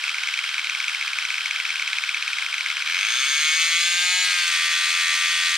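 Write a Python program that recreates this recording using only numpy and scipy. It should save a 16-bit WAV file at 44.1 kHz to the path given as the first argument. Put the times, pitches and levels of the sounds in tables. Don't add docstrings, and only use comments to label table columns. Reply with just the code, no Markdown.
import sys
import numpy as np
from scipy import signal
from scipy.fft import rfft, irfft
from scipy.io import wavfile

SR = 44100
rng = np.random.default_rng(int(sys.argv[2]) if len(sys.argv) > 2 else 0)


def unload_audio(sound):
    columns = np.transpose(np.atleast_2d(sound))
    steps = np.round(np.clip(columns, -1, 1) * 32767)
    wavfile.write(sys.argv[1], SR, steps.astype(np.int16))


N = 245637
TIME, FREQ = np.arange(N) / SR, np.fft.rfftfreq(N, 1 / SR)
CATCH_S, THROTTLE_BACK_S = 2.862, 4.255

# [time_s, speed_turns_per_s]
CRANK_SPEED = [(2.862, 78), (2.99, 94.8), (3.12, 117), (3.2, 130.5), (3.28, 141.2), (3.45, 154.8),
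               (3.53, 157.5), (3.61, 163.2), (3.64, 163.5), (3.89, 173.7), (3.92, 173.1), (4.09, 180.3),
               (4.16, 182.5), (4.24, 182.5), (4.56, 167.8), (4.7, 169.3), (4.97, 170.8), (5.06, 167.3),
               (5.17, 169.6)]
# [start_s, level_db]
LONE_FIRINGS = [(0.0392,-13.5), (0.0795,-13.5), (0.093,-13.5), (0.144,-14), (0.1832,-14.5), (0.2348,-13),
                (0.273,-14), (0.287,-14), (0.339,-12), (0.3754,-16.6), (0.3896,-12.5), (0.4397,-14),
                (0.491,-15), (0.5424,-14.5), (0.5808,-13), (0.594,-14), (0.6443,-15), (0.6704,-15.5),
                (0.6963,-12.2), (0.7489,-12.5), (0.802,-13.5), (0.8414,-14.5), (0.881,-11.5),
                (0.8948,-15.5), (0.9332,-18), (0.9468,-12.5), (1.011,-14.5), (1.025,-16), (1.078,-13.5),
                (1.1325,-14), (1.1863,-11.7), (1.2241,-16), (1.251,-13), (1.3034,-12.5), (1.342,-13.5),
                (1.355,-19), (1.3809,-13.5), (1.407,-16), (1.458,-11.5), (1.5094,-11.5), (1.5604,-13),
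                (1.6,-13), (1.6519,-13), (1.6921,-16), (1.704,-14), (1.7565,-13), (1.796,-14.5),
                (1.8235,-13.5), (1.8763,-12), (1.9306,-11.5), (1.9718,-19), (1.9843,-12.5), (2.037,-12),
                (2.0913,-11), (2.1446,-12.5), (2.1711,-16), (2.2245,-13.5), (2.278,-12.5), (2.3315,-12),
                (2.3712,-19.5), (2.3847,-13), (2.423,-14), (2.463,-14.5), (2.5274,-15.5), (2.5413,-12.5),
                (2.581,-14.7), (2.6076,-13.5), (2.6607,-12.5), (2.7012,-12.5), (2.7147,-15), (2.7686,-13.5),
                (2.8092,-18), (2.8223,-13.5)]
# [freq_hz, gain_db]
EXHAUST_SPECTRUM = [(100, -73.5), (300, -46), (520, -28), (950, -25), (1200, -5), (1550, 6), (1880, -0.5),
                    (2600, 1.5), (3400, -1), (5600, -14), (9000, -26.5), (15500, -31)]
# [freq_hz, gain_db]
CHOP_SPECTRUM = [(200, -69), (600, -40), (1200, -26.5), (2200, 0.5), (3400, 4.5), (4600, 1), (5700, -2.5),
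                 (7400, -6), (8700, -6), (13000, -24), (15500, -34)]


def amp(db):
    return 10 ** (np.asarray(db) / 20)


def unit(x):
    return x / np.sqrt(np.mean(x ** 2) + 1e-20)


def at(rows, s, axis=1):
    rows = np.asarray(rows)
    return np.interp(s, rows[:, 0], rows[:, axis])


def read(points, hz):
    f, value = np.transpose(points)
    return np.interp(np.log(hz + 1), np.log(f), value)


def add(mix, s, sound):
    part = mix[max(round(s * SR), 0):][:len(sound)]
    part += sound[:len(part)]


def high_pass(x, hz, order):
    return signal.sosfilt(signal.butter(order, hz, "high", fs=SR, output="sos"), x)


def colour(x, db):
    log_gain = np.log(amp(np.r_[db, db[:0:-1]]))
    response = np.exp(np.conj(signal.hilbert(log_gain)))[:len(FREQ)]
    taps = irfft(response, N)[None, :4096]
    return signal.oaconvolve(np.atleast_2d(x), taps, axes=1)[:, :N]


def pulses(times, sizes):
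    out = np.zeros(N)
    index = np.round(times * SR).astype(int)[:, None] + np.arange(-8, 9)
    offset = index - times[:, None] * SR
    click = np.sinc(offset) * np.cos(offset * np.pi / 18) ** 2
    np.add.at(out, np.clip(index, 0, N - 1), sizes[:, None] * click)
    return out


def mode(times, sizes, hz, decay_s, cut_hz=1340):
    out = np.zeros(N)
    for s, size, f in zip(times, sizes, hz * np.ones(len(times))):
        t = np.maximum(np.arange(SR // 50) / SR + round(s * SR) / SR - s, 0)
        envelope = np.exp(-t / decay_s) * (1 - np.exp(-t * f / 2)) ** 2
        add(out, s, size * envelope * np.sin(2 * np.pi * f * t))
    return high_pass(out, cut_hz, order=4)


def wander(top_hz):
    size = 2048
    hz = np.fft.rfftfreq(size, N / SR / size)
    slow = irfft(rfft(rng.standard_normal(size)) * (hz > .5) / (1 + (hz / top_hz) ** 4))
    return unit(np.interp(TIME, np.linspace(0, N / SR, size), slow))


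def richness(s):
    # [time_s, share_lost_0_1]
    rich_curve = [(2.98, 0.32), (3.0, 0.7), (3.1, 0.63), (3.2, 0), (3.5, 0), (4.17, 0.18), (4.28, 0.62),
                  (4.6, 0.72)]
    return np.clip(at(rich_curve, s), 0, 1) * (s >= CATCH_S)


def level(law, s, idle_turns_per_s=170):
    spinning_db, rise_db, power, rich_db = law
    catch_turns_per_s = CRANK_SPEED[0][1]
    rev = (at(CRANK_SPEED, s) - catch_turns_per_s) / (idle_turns_per_s - catch_turns_per_s)
    rev = np.maximum(rev, 0)
    return amp(spinning_db + rise_db * rev ** abs(power) + rich_db * richness(s))


def crank(surge_turn=0.006, surge_at=0.17, spin_turns_per_s=76):
    s = np.r_[np.array(LONE_FIRINGS)[:, 0], CATCH_S]
    count = np.r_[0, np.cumsum(np.round(np.diff(s) * spin_turns_per_s))]
    spinning = np.interp(TIME, np.r_[0, s], np.r_[-s[0] * spin_turns_per_s, count] - count[-1])
    turns = spinning + np.cumsum(at(CRANK_SPEED, TIME) * (TIME >= CATCH_S)) / SR
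    return turns + surge_turn * richness(TIME) * np.sin(np.pi * (turns - surge_at))


def running(turns, uneven_db=0.0, jitter_s=.000015, intake_turn=.545, echo=0.6, echo_s=0.001005,
            sway_s=.00005):
    # [freq_hz, gain_db]
    intake_spectrum = [(300, -74.5), (650, -34), (1000, -12), (1250, -6.5), (1850, 5), (2600, -2.5),
                       (4200, -20), (6000, -17), (9000, -36), (15500, -78)]
    # [spinning_db, rise_at_idle_db, rise_power, fully_rich_db]
    buzz_law = (-26.5, 0, 3, 0)
    intake_law = (-21.5, 11, 1, 15)
    ring_law = (-13.5, -2, -0.5, 3)
    count = np.arange(int(turns[-1]))
    chance = rng.standard_normal((len(count), 4))
    s = np.interp(count, turns, TIME)
    weak = richness(s) * (count % 2 == (s > THROTTLE_BACK_S))
    strength = (1 - weak) * amp(uneven_db * chance[:, 0])
    fired = s + jitter_s * chance[:, 1] + .00008 * weak
    drawn = np.interp(count + intake_turn, turns, TIME) + jitter_s * chance[:, 2]
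    returned = fired + echo_s + sway_s * np.interp(s, TIME, wander(9.1))
    blows = pulses(fired, strength) + echo * pulses(returned, strength)
    exhaust = colour(blows, read(EXHAUST_SPECTRUM, FREQ))
    gulps = pulses(drawn, level(intake_law, s) * amp(chance[:, 3]))
    buzz = exhaust + colour(gulps, read(intake_spectrum, FREQ))
    buzz = buzz / buzz[:, TIME > CATCH_S].std() * level(buzz_law, TIME)
    return buzz + can(fired, strength) + muffler(fired, strength * level(ring_law, s))


def muffler(times, sizes, open_turn=0.1553, start_hz=2620, end_hz=2190, sag_s=0.0015, scatter=0.0065,
            overtone_db=-17, whistle_s=0.0013, split=0.032, close_s=0.00067, whistle_scatter=0.0071):
    # [time_s, pitch_hz, level_db]
    whistle_curve = [(2.8, 6080, -17), (2.9, 6080, -16.5), (3.05, 6280, -9.5), (3.3, 6420, -7),
                     (3.6, 6490, -9), (4.1, 6740, -9.5), (4.245, 6840, -8.5), (4.27, 6466, -11)]
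    out = np.zeros(N)
    for s, size, chance in zip(times, sizes, rng.standard_normal((len(times), 4))):
        t = np.maximum(np.arange(400) / SR + round(s * SR) / SR - s, 0)
        hz = (end_hz + (start_hz - end_hz) * np.exp(-t / sag_s)) * (1 + scatter * chance[0])
        shut = np.maximum(t - open_turn / at(CRANK_SPEED, s), 0)
        port = (1 - np.exp(-(t / .0008) ** 2)) * np.exp(-shut / close_s)
        phase = 2 * np.pi * np.cumsum(hz * np.gradient(t))
        overtone = amp(overtone_db + 2 * chance[1]) * np.sin(1.633 * phase)
        note = port * (np.sin(phase) + overtone)
        age = t / whistle_s
        cycles = at(whistle_curve, s) * (1 + whistle_scatter * chance[2]) * t
        beat = np.sin(2 * np.pi * split * cycles) if s > THROTTLE_BACK_S else 1
        whistle = age * np.exp(1 - age) * np.sin(2 * np.pi * cycles) * beat
        whistle_gain = amp(at(whistle_curve, s, axis=2) + 2 * chance[3])
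        add(out, s, size * (note + whistle_gain * whistle))
    return high_pass(out, 550, order=4)


def can(times, sizes, upper_decay_s=0.0015, upper_drift=.03, settle_s=0.61):
    # [time_s, pitch_hz, level_db]
    main_mode = [(3.1, 2170, -42), (3.3, 2230, -21), (3.55, 2210, -19), (3.8, 2200, -24), (4.15, 2200, -32),
                 (4.3, 2480, -26), (4.6, 2470, -46)]
    # [time_s, pitch_hz, level_db]
    rasp = [(2.98, 3300, -34), (3.15, 3520, -9), (3.35, 3440, -20), (3.55, 3100, -45)]
    # [centre_hz, level_db]
    upper_modes = [(2900, -29), (3500, -21.5), (4130, -16), (4520, -21), (4900, -39)]
    # [spinning_db, rise_at_idle_db, rise_power, fully_rich_db]
    upper_law = (-17.5, 15, -0.3, 0.5)
    settled = np.clip((times - THROTTLE_BACK_S) / settle_s, 0, 1)
    out = mode(times, sizes * amp(at(main_mode, times, axis=2)), at(main_mode, times), decay_s=0.0035)
    rasp_sizes = sizes * amp(at(rasp, times, axis=2))
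    out += mode(times, rasp_sizes, at(rasp, times), upper_decay_s, cut_hz=2000)
    for hz, db in upper_modes:
        drift = 1 + upper_drift * np.interp(times, TIME, wander(5.6))
        upper_sizes = sizes * level(upper_law, times) * amp(db)
        out += mode(times, upper_sizes, hz * drift, upper_decay_s, cut_hz=hz / 2)
    return out + mode(times, sizes * settled * amp(-24.5), hz=1843, decay_s=0.0036)


def sputter(thump_db=10.5, scatter=0.016, puff_db=-22, puff_hz=700, gas_db=-8, gas_s=0.0013, pop_db=0.43):
    s, db = np.transpose(LONE_FIRINGS)
    blows = pulses(s, amp(db))
    age = np.arange(SR // 50) / SR / gas_s
    spit = signal.oaconvolve(blows, age * np.exp(1 - age))[:N]
    gas = amp(gas_db) * colour(air() * spit, read(CHOP_SPECTRUM, FREQ))
    thump = amp(thump_db) * colour(blows, read(EXHAUST_SPECTRUM, FREQ))
    puff = mode(s, amp(db + puff_db), puff_hz, .5 / puff_hz, cut_hz=puff_hz)
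    return muffler(s, amp(db + pop_db), scatter=scatter) + thump + puff + .5 * gas


def drone(turns):
    # [crank_speed_multiple, level_db]
    whole_orders = [(1, -30), (3, -11), (4, -6.5), (5, 2.5)]
    # [crank_speed_multiple, level_db]
    half_orders = [(3.5, -63), (4.5, -66), (5.5, -63), (7, -43.5), (8.5, -40), (9.5, -42)]
    # [spinning_db, rise_at_idle_db, rise_power, fully_rich_db]
    drone_law = (-73, 17.5, 4, -19.5)
    whole = sum(amp(db) * np.sin(2 * np.pi * round(k) * turns) for k, db in whole_orders)
    half = sum(amp(db) * np.sin(np.pi * round(2 * k) * turns) for k, db in half_orders)
    half_gain = richness(TIME) * np.clip(TIME - CATCH_S, 0, 1)
    return (TIME > CATCH_S) * (level(drone_law, TIME) * whole + half_gain * half)


def propeller(turns, hiss_db=7.5, sharpness=2.3, between=1.0, lag_turn=0.093, slap_db=3.5,
              slap_uneven_db=1.5, tone_db=-74, dip_db=-3, dip_hz=3400):
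    # [spinning_db, rise_at_idle_db, rise_power, fully_rich_db]
    chop_law = (-44.5, 13, 0.56, -1.5)
    spectrum = read(CHOP_SPECTRUM, FREQ)
    gate = between + np.exp(sharpness * (np.cos(4 * np.pi * (turns - lag_turn)) - 1))
    dip = dip_db * np.exp(-np.log2((FREQ + 1) / dip_hz) ** 2)
    hiss = colour(unit(colour(air() * gate, spectrum)), dip)
    passes = np.interp(np.arange(int(2 * turns[-1])) / 2 + lag_turn, turns, TIME)
    slap_sizes = amp(slap_uneven_db * rng.standard_normal(len(passes)))
    slap = colour(pulses(passes, slap_sizes), spectrum - 2.04 * FREQ / 1000)
    slap = slap + 0.59 * np.roll(slap, round(0.00064 * SR))
    slap = slap / slap[:, TIME > CATCH_S].std()
    thrust = np.clip((TIME - CATCH_S) / 0.24, 0, 1)
    tone = amp(tone_db) * (np.gradient(turns) * SR / 170) ** 3 * np.sin(4 * np.pi * turns)
    return thrust * level(chop_law, TIME) * (amp(hiss_db) * hiss + amp(slap_db) * slap) + tone


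def clatter(turns, loose_turn=0.0258, fade_s=0.34, uneven_db=3, scatter=0.067):
    # [place_turn_0_1, pitch_hz, decay_s, level_db]
    strokes = [(.6, 724, .0007, -38), (.72, 1363, 0.0013, -22), (.9, 5360, 0.00095, -26.5)]
    out = np.zeros(N)
    count = np.arange(np.ceil(turns[0]), at(CRANK_SPEED, CATCH_S + fade_s) * fade_s)
    for place, hz, decay_s, db in strokes:
        chance = rng.standard_normal((len(count), 3))
        s = np.interp(count + place + loose_turn * chance[:, 0], turns, TIME)
        sizes = amp(db + uneven_db * chance[:, 1]) * np.clip(1 - (s - CATCH_S) / fade_s, 0, 1)
        out += mode(s, sizes, hz * (1 + scatter * chance[:, 2]), decay_s, cut_hz=0.71 * hz)
    return out


def whir(turns, throb=0.2):
    # [freq_hz, gain_db]
    whir_spectrum = [(100, -70.5), (430, -41), (700, -23.5), (1200, -8), (1520, 0.5), (1850, -5.5),
                     (2350, -0.5), (4000, -5), (6000, -14.5), (9000, -20), (15500, -39)]
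    # [centre_hz, width_hz, boost_db]
    airframe = [(3183, 235, 5.5), (5250, 180, 6.5)]
    # [spinning_db, rise_at_idle_db, rise_power, fully_rich_db]
    whir_law = (-28.5, -4.5, 3.5, 2.5)
    db = read(whir_spectrum, FREQ)
    for hz, width, peak in airframe:
        db = db + peak * np.exp(-((FREQ - hz) / (width / 2)) ** 2 / 2)
    gate = 1 + throb * np.cos(2 * np.pi * (turns - .85))
    return level(whir_law, TIME) * unit(colour(air() * gate, db))


def air():
    # [freq_hz, likeness_0_1]
    likeness = [(300, 1), (2000, 0.96), (5000, 0.66), (9000, 0.82), (13000, 0.26)]
    a, b = rfft(rng.standard_normal((2, N)))
    same = np.clip(read(likeness, FREQ), 0, 1)
    common, apart = a * np.sqrt((1 + same) / 2), b * np.sqrt((1 - same) / 2)
    return irfft(np.array([common + apart, common - apart]), N)


def yard(x, wet_db=-10):
    t = np.arange(SR // 5) / SR
    sparse = rng.standard_normal((2, len(t))) * (rng.random((2, len(t))) < .1)
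    taps = sparse * (t > .002) * amp(-60 * t / .045)
    taps /= np.linalg.norm(taps, axis=1, keepdims=True)
    return x + amp(wet_db) * signal.oaconvolve(x, taps + .5 * taps[::-1], axes=1)[:, :N]


def scene(flutter_db=0.73):
    turns = crank()
    rush = (whir(turns) + propeller(turns)) * amp(flutter_db * wander(24))
    return yard(sputter() + clatter(turns) + running(turns) + drone(turns)) + rush


def record(dry):
    # [freq_hz, left_minus_right_db]
    tilt = [(160, 0), (740, -0.5), (3300, 2), (9000, 0), (15000, -5)]
    # [freq_hz, left_lead_rad]
    lead = [(0, 0), (5600, -0.51), (6630, -1.48), (8610, -0.83), (11100, -1.6), (12800, -0.5),
            (15200, -2.8)]
    side = np.array([[.5], [-.5]])
    response = amp(side * read(tilt, FREQ)) * np.exp(1j * side * read(lead, FREQ))
    ports = irfft(rfft(dry) * response, N)
    swing_db = np.interp(TIME, [0, 2, 5], [-1.1, -.1, .3])
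    ports = high_pass(ports * amp(side * swing_db), 154, order=4)
    band_limit = signal.firwin(511, 15700, window=("kaiser", 9), fs=SR)
    return signal.oaconvolve(ports, band_limit[None], "same")


dry = scene()
out = record(dry)
unload_audio(out)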